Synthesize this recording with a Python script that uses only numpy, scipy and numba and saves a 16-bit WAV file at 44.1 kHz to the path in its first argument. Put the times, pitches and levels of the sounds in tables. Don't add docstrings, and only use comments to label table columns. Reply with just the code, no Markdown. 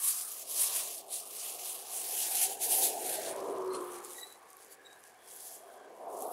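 import sys
import numpy as np
from scipy import signal
from scipy.fft import rfft, irfft, next_fast_len
from scipy.io import wavfile
from scipy.ndimage import uniform_filter1d
from numba import njit

SR = 44100
rng = np.random.default_rng(int(sys.argv[2]) if len(sys.argv) > 2 else 0)


def store_pcm(level_fs):
    pcm = np.round(np.clip(level_fs, -1, 1) * 32767).astype(np.int16)
    wavfile.write(sys.argv[1], SR, np.atleast_2d(pcm).T)


def to_linear_factor(level_db):
    exponent = np.asarray(level_db, float) / 20
    return 10 ** exponent


N = 279108
SIZE = next_fast_len(N)


def curves(table):
    s, *columns = np.transpose(table)
    return [np.interp(np.arange(N) / SR, s, c) for c in columns]


def fade_ends(table, fade):
    t = np.arange(N) / SR
    since_start, until_end = t - table[0][0], table[-1][0] - t
    return np.clip(np.minimum(since_start, until_end) / fade + 1, 0, 1)


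def unit(x):
    return x / np.sqrt(np.mean(x ** 2))


def colour(x, spectrum):
    hz, db = np.transpose(spectrum)
    f = np.arange(SIZE // 2 + 1) * SR / SIZE + 1
    gain = to_linear_factor(np.interp(np.log(f), np.log(hz), db))
    return irfft(rfft(x, SIZE) * gain, SIZE)[:N]


@njit
def resonance(x, hz, width):
    y, b, l = np.empty(len(x)), 0., 0.
    for i in range(len(x)):
        g, k = np.tan(np.pi * hz[i] / SR), width / hz[i]
        v = (b + g * (x[i] - l)) / (1 + g * (g + k))
        b, l, y[i] = 2 * v - b, l + 2 * g * v, k * v
    return y


def band(hz, width, order=2):
    x = rng.standard_normal(N)
    centre = np.clip(hz + np.zeros(N), 20, .45 * SR)
    for _ in range(order):
        x = resonance(x, centre, 1. * width)
    return unit(x)


def walk(rate):
    hold = max(int(SR / rate), 101)
    steps = np.repeat(rng.standard_normal(N // 100), hold)[:N]
    return 1.291 * uniform_filter1d(uniform_filter1d(steps, hold), hold)


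def clicks(rate, spread_db):
    chance, size, sign = rng.random(N), rng.exponential(size=N), rng.standard_normal(N)
    height = to_linear_factor(spread_db * np.minimum(size, 4.2)) * np.sign(sign)
    return unit((chance < rate / SR) * height / np.sqrt(rate))


def ring(x, t60):
    t = np.arange(512) / SR
    tail = rng.standard_normal(len(t)) * np.exp(-np.log(1000) * t / t60)
    tail[0] += 2.5
    smear = rfft(tail, SIZE)
    return rfft(x, SIZE) * smear / np.abs(smear)


def window(hz, octaves):
    place = np.log2((np.arange(SIZE // 2 + 1) * SR / SIZE + 1) / hz) / octaves
    return np.cos(np.pi / 2 * np.clip(place, -1, 1))


def grip():
    # hardest pull t/s, rustle level/dB, 20 dB swell/s, 20 dB fade/s, fine wrinkles/dB
    grips = [(0.085, -29, .16, .13, -1), (0.2, -40, .15, .2, 1), (0.33, -41, .15, .14, 1),
             (0.42, -45, .1, .06, 1), (0.511, -41, .07, .1, 3), (0.62, -28, 0.145, .12, -3),
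             (0.78, -32.5, .18, .14, 1), (0.89, -42, .1, .15, 3), (0.985, -44, .12, .05, -2),
             (1.143, -38.5, 0.0615, .16, -1), (1.33, -46, .1, .2, 2), (1.46, -39.5, .2, .16, -1),
             (1.68, -41.5, .3, .27, 2), (1.94, -39, .13, .3, -1), (2.221, -34, .35, .25, 1),
             (2.33, -35, .15, .15, 1), (2.429, -27, .13, .1, -1), (2.51, -41, .08, .08, 2),
             (2.64, -30, .045, .07, -1), (2.73, -29, .08, .22, 1), (2.85, -28, 0.1733, .12, -2),
             (3.11, -36.5, 0.19, .17, 0.1), (3.29, -42, .2, .07, -3)]
    # hardest t/s, rustle level/dB, swell/s, fade/s, fine wrinkles/dB
    nudges = [(3.42, -53.5, .15, .3, -5), (3.67, -61, .2, .2, -2), (3.75, -45, .04, .08, -16),
              (3.83, -55, .08, .14, -2), (3.93, -47, .13, .13, -5), (4.05, -51, .025, .15, 1),
              (4.13, -52, .1, .12, 0.1), (4.21, -49, .12, .1, -1), (4.31, -58, .12, .14, -4),
              (4.52, -61, .12, .2, -2), (4.63, -60, .15, .15, -1), (4.725, -52, .06, .05, -3),
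              (4.95, -66, .15, .15, -2), (5.08, -60.5, .15, .07, -3), (5.33, -52.5, .12, .2, -1),
              (5.48, -47, .25, .16, -1), (5.56, -53, .1, .06, -3), (5.72, -66, .15, .15, 2),
              (6.14, -57, .1, .1, -1), (6.22, -48, .1, .13, -1), (6.33, -50, .11, .1, 3)]
    t = np.arange(N) / SR
    power, fine = to_linear_factor(-72) ** 2, 0
    for s, db, swell, fade, fine_db in grips + nudges:
        away = np.where(t < s, (s - t) / swell, (t - s) / fade)
        pull = to_linear_factor(db - 20 * np.minimum(away, 4) ** 1.27) ** 2
        power = power + pull
        fine = fine + pull * fine_db
    return 10 * np.log10(power), fine / power


def bag():
    # t/s, large folds level/dB, middling creases level/dB
    folds = [(0.0, -4, -1), (0.3, -3, 0.1), (0.5, -1, 0.1), (0.8, 5, 3), (1.0, -1, 0.1), (1.2, -1, 1),
             (1.65, 4, 2), (1.95, 0.1, -2), (2.35, 3, 1), (2.8, 0.1, 1), (3.25, 6, 3), (3.6, 2, -1),
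             (3.93, -1, -7), (4.06, 2, 3), (4.2, -7, -4), (5.15, -6, -3), (5.5, -9, 0.1), (6.33, -10, -6)]
    # f/Hz, level/dB
    film_tone = [(760, -61), (1300, -20.5), (1540, -18.5), (1970, -15.5), (2750, -8.5), (3790, -8.5),
                 (5500, -7.5), (6500, -5), (8600, -4), (11500, -4), (13200, -4.5), (15600, -12.5)]
    rustle_db, top_db = grip()
    large_db, middling_db = curves(folds)
    harder_db = rustle_db + 45
    rate = 2500 * to_linear_factor(.9 * (rustle_db + 39)) + 90
    wide = ring(clicks(rate, spread_db=2.0), t60=0.00246)
    flurry_db = 0.905 * walk(45) + 1.028 * walk(150)
    low_db = large_db - .3 * harder_db
    middle_db = middling_db - .2 * harder_db
    out = 0
    for hz in 1300 * 2 ** np.arange(0, 4.1, .4):
        own = ring(clicks(rate, spread_db=0.5) + 0.446 * rng.standard_normal(N), t60=0.00768)
        shape = window(hz, 2 / 5)
        crackle = irfft(shape ** 2 * wide + 1.236 * shape * own, SIZE)[:N]
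        tilt = np.clip(1.53 * np.log2(5200 / hz), 0, 1) * low_db
        tilt = tilt + np.clip(1.2 - 1.5 * np.abs(np.log2(hz / 5700)), 0, 1) * middle_db
        tilt = tilt + np.clip(2 * np.log2(hz / 9500), 0, 1) * top_db
        tilt = tilt + np.clip(np.log2(2900 / hz), 0, .8) * 0.404 * (rustle_db + 32)
        out = out + to_linear_factor(tilt + 1.31 * walk(35) + 1.163 * walk(16)) * crackle
    film = colour(out, film_tone)
    bright_hz = np.clip(10100 * (1 + 0.026 * walk(14)), 5000, 15000)
    film = film + 1.008 * resonance(film, bright_hz, 2284.0)
    return unit(film) * to_linear_factor(rustle_db + flurry_db + 1.0)


def roar():
    # t/s, roar level/dB
    passes = [
        [(0.0, -55), (0.25, -57), (0.44, -66), (0.63, -53), (0.81, -56), (0.95, -68), (1.45, -62), (2.4, -64),
         (2.5, -85)],
        [(0.25, -66), (0.6, -53), (1.0, -57), (1.75, -57), (2.35, -48.5), (2.94, -43), (3.3, -38.5),
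         (3.6, -41.5), (3.72, -76)],
        [(3.15, -75), (3.33, -49), (3.6, -44), (3.76, -43), (4.0, -52), (4.11, -61), (4.65, -68), (5.4, -70),
         (5.6, -85)],
        [(3.75, -85), (4.0, -55), (4.2, -59), (4.7, -68), (5.43, -61), (5.76, -55), (5.97, -52), (6.15, -45),
         (6.33, -43)],
    ]
    # low level/dB, middle level/dB, upper level/dB, engine thrum level/dB
    tyres = [
        (-19, -10, -0.5, -24),
        (-5, -1, -35, -28),
        (-1.5, -10, -1, -23),
        (-4, -0.5, -8, -41),
    ]
    power = 0
    for one_pass, tyre in zip(passes, tyres):
        power = power + to_linear_factor(curves(one_pass)[0] + np.array(tyre)[:, None]) ** 2
    return 10 * np.log10(power)


def road():
    # f/Hz, level/dB
    rumble_tone = [(88, -62.5), (150, -30.5), (268, -11.5), (333, -7.5), (383, 0), (415, 0), (507, -2),
                   (570, -6), (740, -24), (1250, -120)]
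    # t/s, middle f/Hz, upper f/Hz
    humps = [(0.0, 790, 1080), (0.25, 720, 1200), (0.45, 640, 1070), (0.65, 670, 1030), (1.45, 700, 1120),
             (2.2, 755, 1040), (2.9, 735, 990), (3.33, 630, 990), (3.62, 640, 1000), (3.75, 710, 1085),
             (4.05, 800, 1120), (4.65, 745, 1070), (5.43, 720, 1000), (5.76, 680, 1100), (5.97, 670, 930),
             (6.33, 690, 1020)]
    low_db, middle_db, upper_db, _ = roar()
    middle_hz, upper_hz = curves(humps)
    swell_db = .7 * walk(14)
    low = unit(colour(rng.standard_normal(N), rumble_tone)) * to_linear_factor(low_db + 1.74 * walk(15))
    middle = band(middle_hz, 340, order=4) * to_linear_factor(middle_db + 1.6 * walk(15))
    upper = band(upper_hz, 540, order=4) * to_linear_factor(upper_db + 0.82 * walk(21.004))
    return (low + middle + upper) * to_linear_factor(swell_db)


def traffic():
    # t/s, tyre hiss level/dB
    far_hiss = [(0.0, -59.5), (0.3, -70), (0.5, -82), (0.7, -66), (0.9, -78), (1.46, -80), (1.75, -72),
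                (2.42, -60), (2.55, -66), (3.0, -63), (3.13, -53), (3.28, -54), (3.45, -64), (3.74, -65),
                (3.98, -61), (4.1, -67), (5.9, -69), (6.33, -74)]
    # f/Hz, rms level/dB
    pump = [(75.4, -90)]
    engine_db, hiss_db = roar()[-1], curves(far_hiss)[0]
    t = np.arange(N) / SR
    hum = sum(np.sqrt(2) * to_linear_factor(db) * np.sin(2 * np.pi * hz * t) for hz, db in pump)
    hiss = band(1640, 855, order=3) + 0.57 * band(2232, 815, order=3)
    thrum = band(171.8, 273) * np.hypot(to_linear_factor(engine_db), to_linear_factor(-85))
    return thrum + hiss * to_linear_factor(hiss_db + 0.55 * walk(10)) + hum


def field():
    # f/Hz, level/dB
    field_tone = [(15, -60), (25, -27.5), (148, 0), (744, 11), (1310, -45), (1760, -61.5), (2640, 2.5),
                  (3270, 0.5), (7140, -4.5), (10700, -5.5), (15600, -75.5)]
    return unit(colour(rng.standard_normal(N), field_tone)) * to_linear_factor(-69 + 0.22 * walk(2.5))


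def snaps():
    # t/s, peak level/dB, centre f/Hz
    creases = [(3.3123, -37.5, 9310), (3.3622, -31.5, 9680), (3.5842, -41, 10300), (3.678, -39, 7210),
               (3.7347, -30, 10090), (3.8103, -36, 9400), (3.9199, -34, 9480), (3.9865, -34, 9090),
               (4.0474, -28, 9400), (4.106, -29.5, 9530), (4.1337, -29, 10100), (4.1549, -36.5, 8960),
               (4.1986, -37.5, 11500), (4.3255, -35, 10780), (4.503, -38, 11200), (4.5305, -36.5, 8760),
               (4.5679, -35, 11800), (4.647, -38, 11100), (4.929, -40, 7700), (4.993, -47, 10100),
               (5.038, -35, 7600), (5.0728, -44, 6510), (5.3123, -34.5, 7950), (5.362, -33, 10000),
               (5.4056, -31, 11000), (5.4474, -33, 9340), (6.1275, -41.5, 10500), (6.2063, -28, 10400),
               (6.222, -23.5, 10430), (6.283, -33.5, 10700)]
    out, t = np.zeros(N), np.arange(256) / SR
    grits = rng.standard_normal((len(creases), len(t)))
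    shape = (t / .0004) * np.exp(-t / 0.00059)
    for (s, db, hz), grit in zip(creases, grits):
        centre = hz + 0 * t
        tick = resonance(resonance(grit, centre, 7700.0), centre, 7700.0) * shape
        i = int(s * SR)
        out[i:i + len(t)] += (to_linear_factor(db - 5.0) * tick / np.abs(tick).max())[:N - i]
    return out


def whine():
    # t/s, pitch f/Hz, level/dB
    tread = [
        (3.42, 389.1, -45.5),
        (3.492, 391.1, -56.5),
        (3.512, 405, -40),
        (3.558, 379.3, -44),
        (3.692, 374.9, -34.5),
        (3.772, 370.8, -45),
        (3.856, 358.5, -43.5),
        (4.3, 351.9, -75),
    ]
    hz, db = curves(tread)
    phase = 2 * np.pi * np.cumsum(hz * (1 + 0.00635 * walk(24.63))) / SR
    return np.sqrt(2) * np.sin(phase) * to_linear_factor(db + 0.97 * walk(29.94)) * fade_ends(tread, fade=0.084)


def squeaks():
    # start t/s, length/s, pitch f/Hz, level/dB, octave below level/dB
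    joint = [
        (3.7, .04, 4140, -58, -70),
        (3.735, .04, 4200, -52, -64),
        (4.155, .03, 3910, -60, -63.5),
        (4.18, .025, 3860, -53, -50),
        (4.208, .065, 3920, -45, -54),
        (4.272, .095, 3943, -58, -74),
        (4.85, .035, 3817, -54, -80.5),
        (4.885, .075, 3810, -62, -83.5),
    ]
    out = 0
    for s, length, hz, db, below_db in joint:
        shape = [(s, -10), (s + .35 * length, 0), (s + length, -15)]  # (s, dB)
        phase = 2 * np.pi * np.cumsum(hz * (1 + 0.00873 * walk(400))) / SR
        slip_db = 4.15 * walk(300) + curves(shape)[0]
        note = to_linear_factor(db) * (np.sin(phase) + to_linear_factor(-9) * np.sin(2 * phase))
        note = note + to_linear_factor(below_db) * np.sin(phase / 2)
        out = out + np.sqrt(2) * note * to_linear_factor(slip_db) * fade_ends(shape, fade=0.0048)
    return out


def brief_humps():
    # start t/s, length/s, centre f/Hz, level/dB
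    noise_humps = [(4.8, 0.192, 1660, -63), (5.0, .25, 1652, -70.5), (5.2, .3, 3340, -73),
                   (5.5, .35, 3260, -74), (5.68, .2, 1566, -65), (4.71, .02, 4635, -70),
                   (3.72, .05, 4250, -63), (4.145, .02, 2240, -66), (4.4, 0.188, 1090, -64.5),
                   (6.27, .1, 1150, -54), (5.93, .1, 980, -61), (4.06, .01, 4500, -67),
                   (3.93, .04, 6000, -64)]
    out = 0
    for s, length, hz, db in noise_humps:
        level = to_linear_factor(db + 1.5 * walk(30)) * fade_ends([[s], [s + length]], fade=0.027)
        out = out + band(hz, 120 + .05 * hz) * level
    return out


def scene():
    near = bag() + snaps()
    others = road() + whine() + squeaks() + brief_humps()
    return (near + others + traffic() + field())[None]


def low_pass(x):
    return signal.sosfilt(signal.butter(12, 16810, fs=SR, output="sos"), x)


def record(dry):
    steep = signal.ellip(12, .2, 80, 15720, fs=SR, output="sos")
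    return low_pass(signal.sosfilt(steep, dry))


dry = scene()
out = record(dry)
store_pcm(out)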